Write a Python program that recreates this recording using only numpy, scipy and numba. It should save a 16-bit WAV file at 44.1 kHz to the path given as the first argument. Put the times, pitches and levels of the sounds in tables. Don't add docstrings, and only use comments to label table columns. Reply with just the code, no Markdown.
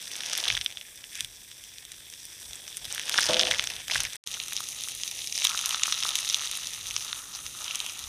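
import sys
import numpy as np
from scipy import signal
from scipy.fft import rfft, irfft
from scipy.io import wavfile
from scipy.ndimage import uniform_filter1d
from numba import njit

SR = 44100
rng = np.random.default_rng(int(sys.argv[2]) if len(sys.argv) > 2 else 0)


def volts_from_db(level):
    exponent = np.asarray(level, float) / 20
    return 10 ** exponent


def unload_wav(signal):
    wavfile.write(
        sys.argv[1],
        SR,
        np.round(np.clip(np.atleast_2d(signal).T, -1, 1) * 32767).astype(np.int16),
    )


N = 356328

CUT_END_S, TICK_S, LIFT_START_S = 4.1675, 4.2392, 4.2603
RESTING_DB = -53
BAND_EDGES_HZ, FLAKE_HZ = (300, 850, 1650, 2700, 7200), 4500

# start [t/s], rise [t/s], hold [t/s], fall [t/s], crumbs at full pressure [level/dB]
STROKES = [(-0.3, 0.54, .3, .2, -41), (0.01, 0.36, 0.13, 0.22, -36.5), (1.089, 0.063, 0.081, 0.037, -47),
           (1.903, .7, .45, .1, -48.5), (2.76, 0.17, 0.069, .1, -41), (3.6, .05, 0.15, .1, -42.5),
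           (2.897, 0.28, 0.14, 0.33, -32), (3.318, 0.12, 0.076, 0.32, -34.5),
           (3.835, 0.081, 0.1, 0.14, -36), (3.898, 0.11, .15, .1, -45), (4.206, 0.11, 0.99, 0.097, -43.5),
           (5.304, 0.069, 0.084, .2, -35.5), (5.306, 0.12, 0.97, 0.93, -37.5),
           (6.587, 0.34, 0.19, 0.23, -43), (7.237, 0.099, 0.11, 0.4, -46.5),
           (7.548, 0.034, 0.15, 0.76, -43)]
# [f/Hz], [level/dB per Hz]
CUTTING_COLOUR = [(190, -12), (330, -10.5), (441, -11), (501, -5.5), (552, -9.5), (637, -6), (1020, -9.5),
                  (2500, -5), (3480, 3), (4450, -8), (5600, -2), (6300, -5.5), (7200, -19.5), (9300, -14.5),
                  (15300, -32.5)]
# [f/Hz], [level/dB per Hz]
LIFTING_COLOUR = [(180, -53), (300, -44.5), (599, -23), (1260, -15), (1580, -19), (1890, -7), (2950, -0.5),
                  (3780, 4.5), (4450, -7.5), (6090, 0.5), (7540, -19), (9500, -13.5), (14600, -27.5),
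                  (15300, -25.5)]
# [f/Hz], [level/dB per Hz]
RESTING_COLOUR = [(410, -20), (700, -12), (872, -16), (954, -11.5), (1820, -7), (2860, -5), (3470, 10.5),
                  (4320, -7), (5810, 4.5), (6870, -11), (8230, -3.5), (15300, -17.5)]
# [t/s], [level/dB]
SAUCE = [
    (4.26, -59),
    (5.38, -69),
    (5.48, -46),
    (6.44, -51.5),
    (6.7, -61),
    (7.0, -52),
    (7.36, -53),
    (7.5, -62.5),
    (7.62, -50),
    (8.08, -58),
]
# start [t/s], length [t/s], coarse flakes [level/dB]
SLIDES = [
    (.78, 0.15, -55),
    (1.09, 0.16, -39.5),
    (3.68, 0.081, -58),
]
# start [t/s], length [t/s], [level/dB]
FIZZES = [
    (-.05, 0.59, -49),
    (5.6, 0.15, -53),
    (1.11, 0.1, -63),
    (3.19, .07, -32.5),
    (3.62, 0.11, -46),
    (6.95, 0.15, -51),
    (7.32, 0.057, -43),
]
# [level/dB, twice the usual]
SHIFTS = [
    (7.56, .47, -88),
    (3.7, 0.14, -104),
]
# start [t/s], length [t/s], [level/dB]
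LOW_SWELLS = [
    (7.26, 1.1, -60),
    (3.68, 0.078, -69),
    (3.6, 0.074, -58),
    (2.8, 0.084, -58),
    (2.42, 0.34, -65),
    (0.52, 0.46, -66),
]

# [t/s], peak [level/dB], ring [f/Hz], bright part [level/dB]
FIRST_CUT_CRACKS = [(0.0262, -25.5, 6030, -1.5), (0.0786, -23, 5300, -4), (0.1156, -21, 3510, -6),
                    (0.1554, -18, 3400, -9), (0.1651, -29, 2560, 9), (0.2065, -12.5, 3550, -18),
                    (0.2356, -15, 5850, -14), (0.2614, -15, 5540, -12), (0.2694, -19, 5740, -17),
                    (0.2981, -18, 5400, -4), (0.3195, -23, 3050, -19), (0.3326, -10, 5850, -11),
                    (0.3522, -10, 5700, -19), (0.3774, -13.5, 6200, 0.5), (0.3853, -16, 3600, -23),
                    (0.4396, -11, 3420, -17), (0.4447, -15, 3630, -16), (0.4551, -14, 3530, -20),
                    (0.4805, -9, 3550, -17), (0.4833, -7, 3500, -15), (0.4849, -14, 3400, -20),
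                    (0.4881, -19, 3320, -18), (0.5012, -7, 3400, -26), (0.5258, -14, 3270, -28),
                    (0.5481, -19, 3170, -16.5), (0.5517, -10, 3570, -31), (0.5691, -14, 1870, -15),
                    (0.5754, -8, 3460, -31), (0.6128, -8.5, 3800, -22), (0.6182, -20, 3187, -30),
                    (0.6463, -20.5, 11000, -11), (0.6506, -33, 3380, -23), (0.662, -6, 3317, -37),
                    (0.7041, -29, 2370, -3), (0.713, -23, 3430, -15), (0.7248, -24, 3360, -26),
                    (0.7723, -17.5, 3400, -25), (0.7812, -26, 5860, -26), (0.8127, -20, 3180, -29),
                    (0.9586, -39, 6700, 10), (0.9757, -31, 3600, -6), (1.041, -22, 3140, -29),
                    (1.1543, -19.5, 6240, -6), (1.2073, -10.5, 3500, -5), (1.2471, -18, 3530, -4)]
# [t/s], peak [level/dB], ring [f/Hz], bright
# part [level/dB]
RESTING_TO_CUT_CRACKS = [(1.5152, -23, 5800, -13), (1.6392, -29.5, 3290, -1), (1.7839, -23, 3830, -10),
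                         (1.8518, -27.5, 3650, -2), (1.919, -25, 3450, -2), (2.1009, -31, 6000, 3.5),
                         (2.138, -25, 5500, -9), (2.2535, -31.5, 7180, 6.5), (2.43, -33, 6030, 0),
                         (2.5328, -20.5, 3700, -8), (2.556, -21.5, 8040, -20), (2.679, -19, 5650, -17),
                         (2.7462, -29, 3490, -20), (2.7702, -14.5, 9500, -8), (2.7745, -28, 5900, 3),
                         (2.7782, -21, 8850, -7), (2.845, -21, 3490, -15), (2.8534, -15.5, 6460, -8),
                         (2.9258, -14.5, 8200, -4), (2.9485, -19, 5730, -1), (2.9597, -26, 1700, -15),
                         (2.9798, -16.5, 3530, -10), (2.9964, -17, 5700, -5), (3.0163, -20, 3380, -18),
                         (3.0356, -18.5, 3490, -22.5), (3.0558, -25, 6100, 1), (3.064, -28, 3290, -18),
                         (3.0886, -21, 2980, -14)]
# [t/s], peak [level/dB], ring [f/Hz], bright part [level/dB]
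SECOND_CUT_CRACKS = [(3.0955, -8, 5570, -5), (3.128, -12, 5190, -32), (3.142, -8.5, 3010, -21),
                     (3.1847, -4.5, 1700, -26), (3.1962, -11, 3810, -7), (3.208, -12.5, 6030, -1),
                     (3.223, -14, 5280, -19), (3.227, -15, 5800, -5), (3.2412, -10, 5120, -18),
                     (3.2573, -8, 5830, -10), (3.2659, -9, 4950, -15), (3.2914, -15, 5380, -17),
                     (3.308, -13, 3450, -15), (3.3338, -3.5, 3720, -17), (3.3439, -3.5, 3300, -25),
                     (3.3688, -6, 3230, -26), (3.395, 1, 4830, -26), (3.4004, -4, 3420, -31),
                     (3.408, -10, 5750, -24), (3.4123, -3, 3430, -20), (3.4335, -3.5, 3430, -22.5),
                     (3.4707, -7.5, 3190, -22), (3.5128, -3, 3540, -13), (3.5211, -9.5, 2140, -19),
                     (3.5394, -13.5, 2110, -31), (3.547, -13, 3430, -28), (3.5848, -12.5, 3500, -18),
                     (3.591, -22, 2350, -15), (3.5956, -3, 3400, -29), (3.625, -23, 2610, -2),
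                     (3.6406, -10.5, 6860, -10.5), (3.673, -8, 5720, -18), (3.702, -17, 2690, -4.5),
                     (3.765, -18, 3430, -8.5), (3.882, -12, 6000, -10.5), (3.8989, -20, 2240, -23.5),
                     (3.9117, -15, 2500, -18), (3.916, -7.5, 4130, -22), (3.9379, -20, 5920, 0),
                     (3.9471, -9, 3640, -8), (3.9564, -13.5, 1810, -9.5), (3.966, -19.5, 4870, 4),
                     (4.0039, -9.5, 6100, -11), (4.0068, -13, 3710, -4), (4.0346, -23, 4240, 7),
                     (4.0518, -14, 2290, -10), (4.133, -19, 5840, -3.5), (4.1567, -30, 6370, 6.5)]
# [t/s], peak [level/dB], ring [f/Hz], bright part [level/dB]
WEDGING_CRACKS = [(4.274, -13, 6120, -7), (4.3148, -20.5, 5940, -6), (4.3203, -20, 6140, -14),
                  (4.338, -27, 3510, -13), (4.3409, -15.5, 6310, -10), (4.3448, -20.5, 3060, -12),
                  (4.4008, -13, 3600, -25), (4.437, -25, 6330, 2), (4.4828, -21.5, 6240, -1),
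                  (4.524, -18.5, 2440, -17), (4.533, -20.5, 3600, 1.5), (4.5661, -8.5, 5520, -12),
                  (4.5762, -16, 3600, -14), (4.6053, -22, 3680, 1), (4.6397, -19, 6240, -3),
                  (4.688, -17.5, 6180, -3), (4.8089, -22, 3550, -5), (4.8374, -13, 6010, -7),
                  (4.8862, -15, 6000, -6), (4.9508, -31.5, 5500, 10.5), (5.0349, -9, 5700, -20),
                  (5.078, -13.5, 5900, -11), (5.113, -18.5, 6300, -4), (5.1836, -23, 5760, -13),
                  (5.1904, -16.5, 5270, -19), (5.244, -19, 5880, -13), (5.2733, -13.5, 5520, -10),
                  (5.3255, -13, 5620, -19), (5.3514, -18, 5560, -15), (5.3558, -13, 5530, -20),
                  (5.358, -17, 5570, -14), (5.378, -11, 5150, -6), (5.3877, -14.5, 5840, -12)]
# [t/s], peak [level/dB], ring [f/Hz], bright part [level/dB]
TEARING_CRACKS = [(5.4207, -15.5, 2580, -14), (5.4346, -21, 6010, -2), (5.443, -12, 5700, -7),
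                  (5.4458, -15, 3770, 2), (5.4494, -6.5, 6330, -3.5), (5.452, -2.5, 3800, -14),
                  (5.4703, -5.5, 3440, -14), (5.494, -13, 3600, -6), (5.498, -12.5, 6290, -3),
                  (5.518, -19, 2600, -9), (5.5758, -11, 3770, -23), (5.5912, -10, 6090, -18),
                  (5.613, -16, 6340, -1), (5.6428, -16, 5510, -14), (5.6593, -8.5, 6310, -4),
                  (5.6925, -13, 6440, -3), (5.7086, -11, 3100, -16), (5.7456, -10, 3730, -30),
                  (5.8116, -22, 6180, -23), (5.8344, -1.5, 6510, -19), (5.857, -13.5, 6630, -20),
                  (5.87, -18, 6370, 1), (5.912, -22.5, 3370, 5), (5.9244, -5, 3500, -17),
                  (5.928, -15, 3570, -16), (6.0041, -17, 3730, -9), (6.0083, -19, 6200, -8),
                  (6.027, -10, 3800, -19), (6.0354, -7.5, 5300, -23), (6.048, -13.5, 3730, -11),
                  (6.091, -10, 6170, -5), (6.1377, -20, 3200, -16), (6.1555, -6, 3700, -5),
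                  (6.162, -19, 5970, -6), (6.188, -12, 6560, -6), (6.206, -24, 6240, 4),
                  (6.249, -22, 3790, 0), (6.2901, -14, 3620, -2), (6.2998, -6.5, 5530, -23),
                  (6.327, -17.5, 6220, -2), (6.3449, -3, 3670, -11)]
# [t/s], peak [level/dB], ring [f/Hz], bright part [level/dB]
LIFTING_CRACKS = [(6.359, -22, 3340, -1), (6.373, -27.5, 3510, 7), (6.4224, -26, 6180, 5),
                  (6.4372, -23.5, 3680, -16), (6.4736, -16.5, 3580, -13), (6.514, -20, 5300, 3),
                  (6.5533, -18.5, 5320, -9), (6.5732, -23, 3800, 6), (6.5756, -23, 6020, -17),
                  (6.6335, -20, 3350, -16), (6.6711, -13, 5700, -10), (6.735, -18, 5780, -5),
                  (6.74, -20, 5800, -9), (6.7481, -26, 3230, 2), (6.8116, -21.5, 3770, -11),
                  (6.8695, -20, 3510, -3), (6.874, -21, 5570, -10), (6.8885, -21, 5920, -13),
                  (6.9034, -20, 5730, -10), (6.9098, -13, 3320, -20), (6.9645, -5.5, 5750, -24),
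                  (7.1088, -27, 6380, -13), (7.129, -12, 3780, -31), (7.3554, -28, 5900, -1),
                  (7.4647, -16.5, 5300, -13), (7.644, -16, 6100, -9), (7.6809, -17, 2850, -25),
                  (7.71, -15.5, 2800, -26), (7.749, -19, 3040, -10), (7.7568, -17, 3300, 3),
                  (7.8029, -10.5, 3240, -11), (7.8642, -16, 3330, -7), (7.897, -18, 2980, -25),
                  (7.992, -22, 6000, 2), (8.0405, -20, 5700, -13)]

# [t/s], peak [level/dB], ring [f/Hz]
POPS = [(0.502, -9, 2380), (2.979, -23, 1620), (3.143, -16.5, 1600), (3.1875, -5.5, 1570),
        (3.399, -22, 1650), (3.5105, -16, 1710), (3.5942, -12, 2030), (3.898, -21.5, 1830),
        (3.957, -10, 1740), (4.371, -33, 1410), (4.5217, -26, 1800), (4.6035, -26, 1230),
        (4.874, -34, 1280), (5.4503, -24.5, 1040), (5.5462, -20.5, 1380), (5.7447, -19.5, 1350),
        (5.8796, -21.5, 1270), (5.923, -25, 1220), (6.0516, -20, 1230), (6.4147, -30, 1250),
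        (6.5346, -33, 1260), (6.9633, -28, 1230), (7.1292, -26, 1430)]
# [f/Hz], width [f/Hz], [level/dB]
DISH_MODES = [(227, 23, -7.5), (355, 17, 1), (506, 14, 7.5), (580, 7.6, 4), (630, 20, 4), (677, 16, -4)]
# [t/s], peak [level/dB], width [t/s]
THUMPS = [(0.55, -45.5, 0.051), (1.24, -52, 0.035), (2.5, -62, .04), (2.86, -59, 0.056), (3.75, -62, 0.15),
          (3.31, -58, 0.084), (3.49, -55, 0.11), (4.01, -47, 0.06), (6.9, -60, 0.094), (7.46, -60, 0.044),
          (8.08, -56, 0.066)]
# [f/Hz], [level/dB per Hz]
ROOM_COLOUR = [(15, -57), (25, -18), (40, 4.5), (60, 0), (297, 1), (557, -2), (900, -48), (1170, -60),
               (1980, -120)]
# [f/Hz], side minus mid [level/dB]
SPREAD = [(60, -29), (110, -35.5), (200, -27), (380, -15.5), (700, -16), (1290, -40), (2380, -29),
          (4400, -35), (8120, -19), (15000, -1.5)]


def unit(x):
    return x / np.sqrt(np.mean(x ** 2))


def colour(x, points):
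    hz, db = np.transpose(points)
    size = 4096
    bin_hz = np.arange(size // 2 + 1) * SR / size
    log_gain = np.log(volts_from_db(np.interp(np.log(bin_hz + 1), np.log(hz), db)))
    cepstrum = irfft(log_gain)
    cepstrum[1:size // 2] *= 2
    cepstrum[size // 2 + 1:] = 0
    response = irfft(np.exp(rfft(cepstrum)))[:size // 2]
    return signal.fftconvolve(np.atleast_2d(x), response[None], axes=1)[..., :np.shape(x)[-1]]


def band(x, lo_hz, hi_hz):
    return signal.sosfilt(signal.butter(4, [lo_hz, hi_hz], "bandpass", fs=SR, output="sos"), x)


def walk(rate):
    smooth = int(SR / rate)
    hold = smooth // 8 + 1
    steps = np.repeat(rng.standard_normal(N // hold + 1), hold)[:N]
    return unit(uniform_filter1d(steps, smooth))


def pressure():
    t = np.arange(N) / SR
    levels = []
    for start, rise, hold, fall, db in STROKES:
        corners = start + np.cumsum([0, rise, hold, fall])
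        levels.append(np.interp(t, corners, [RESTING_DB, db, db, RESTING_DB]))
    return np.max(levels, axis=0)


@njit
def grains(start, hz, cycles, size, n):
    out = np.zeros(n + 4096)
    for k in range(len(start)):
        fade = hz[k] / (SR * cycles[k])
        turn = np.exp(1j * (2 * np.pi * hz[k] / SR) - fade)
        z, not_risen, rise_step = size[k] + 0j, 1., np.exp(-3 * fade)
        for i in range(min(4000, int(6 / fade))):
            out[start[k] + i] += z.imag * (1 - not_risen)
            z *= turn
            not_risen *= rise_step
    return out[:n]


def crumbs(pressure_db, rate, cycles, cluster_db, tail_db, tail_s):
    chance = rng.random((60000, 5)).T
    start = np.cumsum(-np.log(chance[0]) * SR / rate).astype(np.int64)
    start, chance = start[start < N], chance[:, start < N]
    scatter_db = np.interp(pressure_db[start], [-50, -32], [3.6, 7.])
    hz = 400 + 16000 * chance[1] ** 1.428
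    size = volts_from_db(-scatter_db * np.log(np.maximum(chance[2], .08)))
    size = size * (hz / 4000) ** 0.5 * np.sign(chance[3] - .5)
    snaps = grains(start, hz, cycles * (0.47 + 0.89 * chance[4] ** 2), size, N)
    depth_db = np.interp(pressure_db, [-50, -35], [1.2, cluster_db])
    snaps = snaps * volts_from_db(depth_db * (walk(170) + 0.2 * walk(30)))
    keep_share = np.exp(-1 / (tail_s * SR))
    rustle = np.sqrt(signal.lfilter([1 - keep_share], [1, -keep_share], snaps ** 2))
    rustle_gain = volts_from_db(np.interp(pressure_db, [-48, -36], tail_db))
    out = snaps + rustle_gain * rustle * rng.standard_normal(N)
    return out / np.sqrt(uniform_filter1d(out ** 2, size=SR // 6))


def by_shot(x, pressure_db):
    share = np.interp(pressure_db, [-47, -40], [0, 1])
    breaking = share * unit(colour(x, CUTTING_COLOUR)[0])
    resting = (1 - share) * unit(colour(x, RESTING_COLOUR)[0])
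    lifting = unit(colour(x, LIFTING_COLOUR)[0])
    return np.where(np.arange(N) < TICK_S * SR, breaking + resting, lifting)


def swells(rows):
    t = np.arange(N) / SR
    total = np.zeros(N)
    for start, length, db in rows:
        total += volts_from_db(db) * np.sin(np.pi * np.clip((t - start) / length, 0, 1)) ** 2
    return total


def follow(crumb_db, cutting, lifting, lag_s=0):
    t = np.arange(N) / SR
    push_db = np.interp(t - lag_s, t, crumb_db) - RESTING_DB
    cutting_db = cutting[0] + cutting[1] * push_db
    lifting_db = lifting[0] + lifting[1] * push_db
    return volts_from_db(np.where(t < TICK_S, cutting_db, lifting_db))


def patchy():
    return volts_from_db(1.22 * walk(16))


def crumbling():
    t = np.arange(N) / SR
    crumb_db = pressure()
    snaps = crumbs(crumb_db, rate=2600., cycles=0.56, cluster_db=1.5, tail_db=(-5, -13), tail_s=0.025)
    crackle = by_shot(snaps, crumb_db)
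    pocket_hz, pocket_width_hz = 1300, 220
    pocket = signal.lfilter(*signal.iirpeak(pocket_hz, pocket_hz / pocket_width_hz, SR), crackle)
    crackle = crackle + 2.42 * pocket * (t > TICK_S)
    dust = by_shot(rng.standard_normal(N), crumb_db)
    dusty = crackle + 0.59 * volts_from_db(2.9 * walk(25)) * dust

    body = follow(crumb_db, (-67, 0.38), (-63, 0.76)) + swells(LOW_SWELLS)
    sauce = volts_from_db(np.interp(t, *np.transpose(SAUCE), left=-120))
    wet = follow(crumb_db, (-67.5, 1), (-78.5, 0.39)) + sauce
    coarse = follow(crumb_db, (-56, 0.74), (-63, 0.95), lag_s=0.029) + swells(SLIDES)
    grit_gain = follow(crumb_db, (-56, 0.99), (-46.5, 0.55), lag_s=-0.014)
    medium = volts_from_db(crumb_db - 2.0)
    thin = volts_from_db(crumb_db - 1.5) + swells(FIZZES)

    a, b, c, d, e = BAND_EDGES_HZ
    out = grit_gain * unit(band(dusty, e, 14900))
    out = out + swells(SHIFTS) ** .5 * unit(band(np.roll(crackle, SR // 2), 2230, 3400))
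    layers = [(a, b, body), (b, c, wet), (c, d, coarse), (d, FLAKE_HZ, medium), (FLAKE_HZ, e, thin)]
    for lo_hz, hi_hz, gain in layers:
        out = out + gain * patchy() * unit(band(crackle, lo_hz, hi_hz))
    return out


def cracks():
    out, t = np.zeros(N + SR), (np.arange(1024) - 256) / SR
    after = np.maximum(t, 0)
    build_up = 0.048 * np.exp(t / 0.00072)
    die_away = .15 * np.exp(-t / 0.00033) + .03 * np.exp(-t / 0.004)
    spray = np.where(t < 0, build_up, die_away)
    flakes = FIRST_CUT_CRACKS + RESTING_TO_CUT_CRACKS + SECOND_CUT_CRACKS
    flakes = flakes + WEDGING_CRACKS + TEARING_CRACKS + LIFTING_CRACKS
    thin_hz = BAND_EDGES_HZ[-1]
    for s, peak_db, hz, bright_db in flakes:
        snap = spray * rng.standard_normal(len(t)) - 0.64 * (t == 0)
        snap = colour(snap, CUTTING_COLOUR if s < TICK_S else LIFTING_COLOUR)[0]
        middle, bright = band(snap, 1200, thin_hz), band(snap, thin_hz, 14600)
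        cycles = 0.62 + 0.75 * rng.random() + (hz > thin_hz)
        ring = np.sin(2 * np.pi * hz * after) * after * hz / cycles * np.exp(1 - after * hz / cycles)
        middle = middle / np.abs(middle).max() - ring * (3 if hz > thin_hz else 1)
        i = int(s * SR) - np.abs(middle).argmax() + 1024
        flake = middle / np.abs(middle).max() + volts_from_db(bright_db + 3.5) * bright / np.abs(bright).max()
        out[i:i + len(t)] += volts_from_db(peak_db - 2.5) * flake
    return band(out[1024:N + 1024], 290, 20000)


def pops():
    s, db, hz = np.transpose(POPS)
    start = ((s + 0.000917) * SR).astype(np.int64)
    return grains(start, hz, 1.38 + 0 * hz, volts_from_db(db + 5.5), N)


def dish_drag():
    t = np.arange(N) / SR
    catch_s, release_s, settle_s = 3.288, 3.53, 0.082
    catch_db, settled_db = -36.5, -48.5
    db = settled_db + (catch_db - settled_db) * np.exp(-((t - catch_s) / settle_s) ** 2)
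    judder = rng.standard_normal(N) * volts_from_db(db + 2.9 * walk(90)) * (t > catch_s) * (t < release_s)
    hum = np.zeros(N)
    for hz, width_hz, mode_db in DISH_MODES:
        hum += volts_from_db(mode_db) * signal.lfilter(*signal.iirpeak(hz, hz / (1.35 * width_hz), SR), judder)
    return volts_from_db(26.0) * hum


def kitchen():
    t = np.arange(N) / SR
    low = colour(rng.standard_normal(N), ROOM_COLOUR)[0]
    table, room = unit(band(low, 24, 120)), unit(band(low, 110, 1100))
    pushes = sum(volts_from_db(db) * np.exp(-((t - s) / width_s) ** 2) for s, db, width_s in THUMPS)
    table_rest = volts_from_db(np.where(t < TICK_S, -68, -64))
    rumble = (table_rest + pushes) * volts_from_db(0.42 * walk(2.5)) * table
    hum = volts_from_db(np.where(t < TICK_S, -68.0 + 0.49 * (pressure() - RESTING_DB), -63.5)) * room
    hiss = volts_from_db(-62) * unit(band(rng.standard_normal(N), 11000, 15500))
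    return rumble + hum + hiss


def scene():
    mid = crumbling() + cracks() + pops() + dish_drag() + kitchen()
    bass = signal.filtfilt(*signal.butter(2, 190, fs=SR), mid)
    side = colour(mid * walk(65), SPREAD)[0] * volts_from_db(-6.5) - 0.065 * bass
    return np.array([mid + side, mid - side])


def roll_off(x):
    return signal.sosfilt(signal.butter(12, 16500, fs=SR, output="sos"), x)


def record(dry):
    t = np.arange(N) / SR
    dry = signal.sosfilt(signal.ellip(8, .3, 40, 15350, fs=SR, output="sos"), dry)
    dry = np.tanh(dry * .7) / .7
    busy = np.interp(pressure(), [-50, -34], [-1.7, -.7])
    for lo_hz, hi_hz in (10000, 11500), (11500, 13300), (13300, 15800):
        top = signal.sosfiltfilt(signal.butter(4, [lo_hz, hi_hz], "bandpass", fs=SR, output="sos"), dry)
        gaps = uniform_filter1d(1. * (walk(170) < busy), size=SR // 500)
        dry = dry - .85 * top * gaps
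    fade_out = np.clip((CUT_END_S - t) / 0.0022, 0, 1)
    fade_in = np.clip((t - LIFT_START_S) / 0.0036, 0, 1)
    tick = np.exp(-((t - TICK_S) / .00005) ** 2) * np.sin(2 * np.pi * 3400 * (t - TICK_S))
    mix = dry * (fade_out + fade_in) + volts_from_db(-27.0) * tick
    return roll_off(mix)


dry = scene()
out = record(dry)
unload_wav(out)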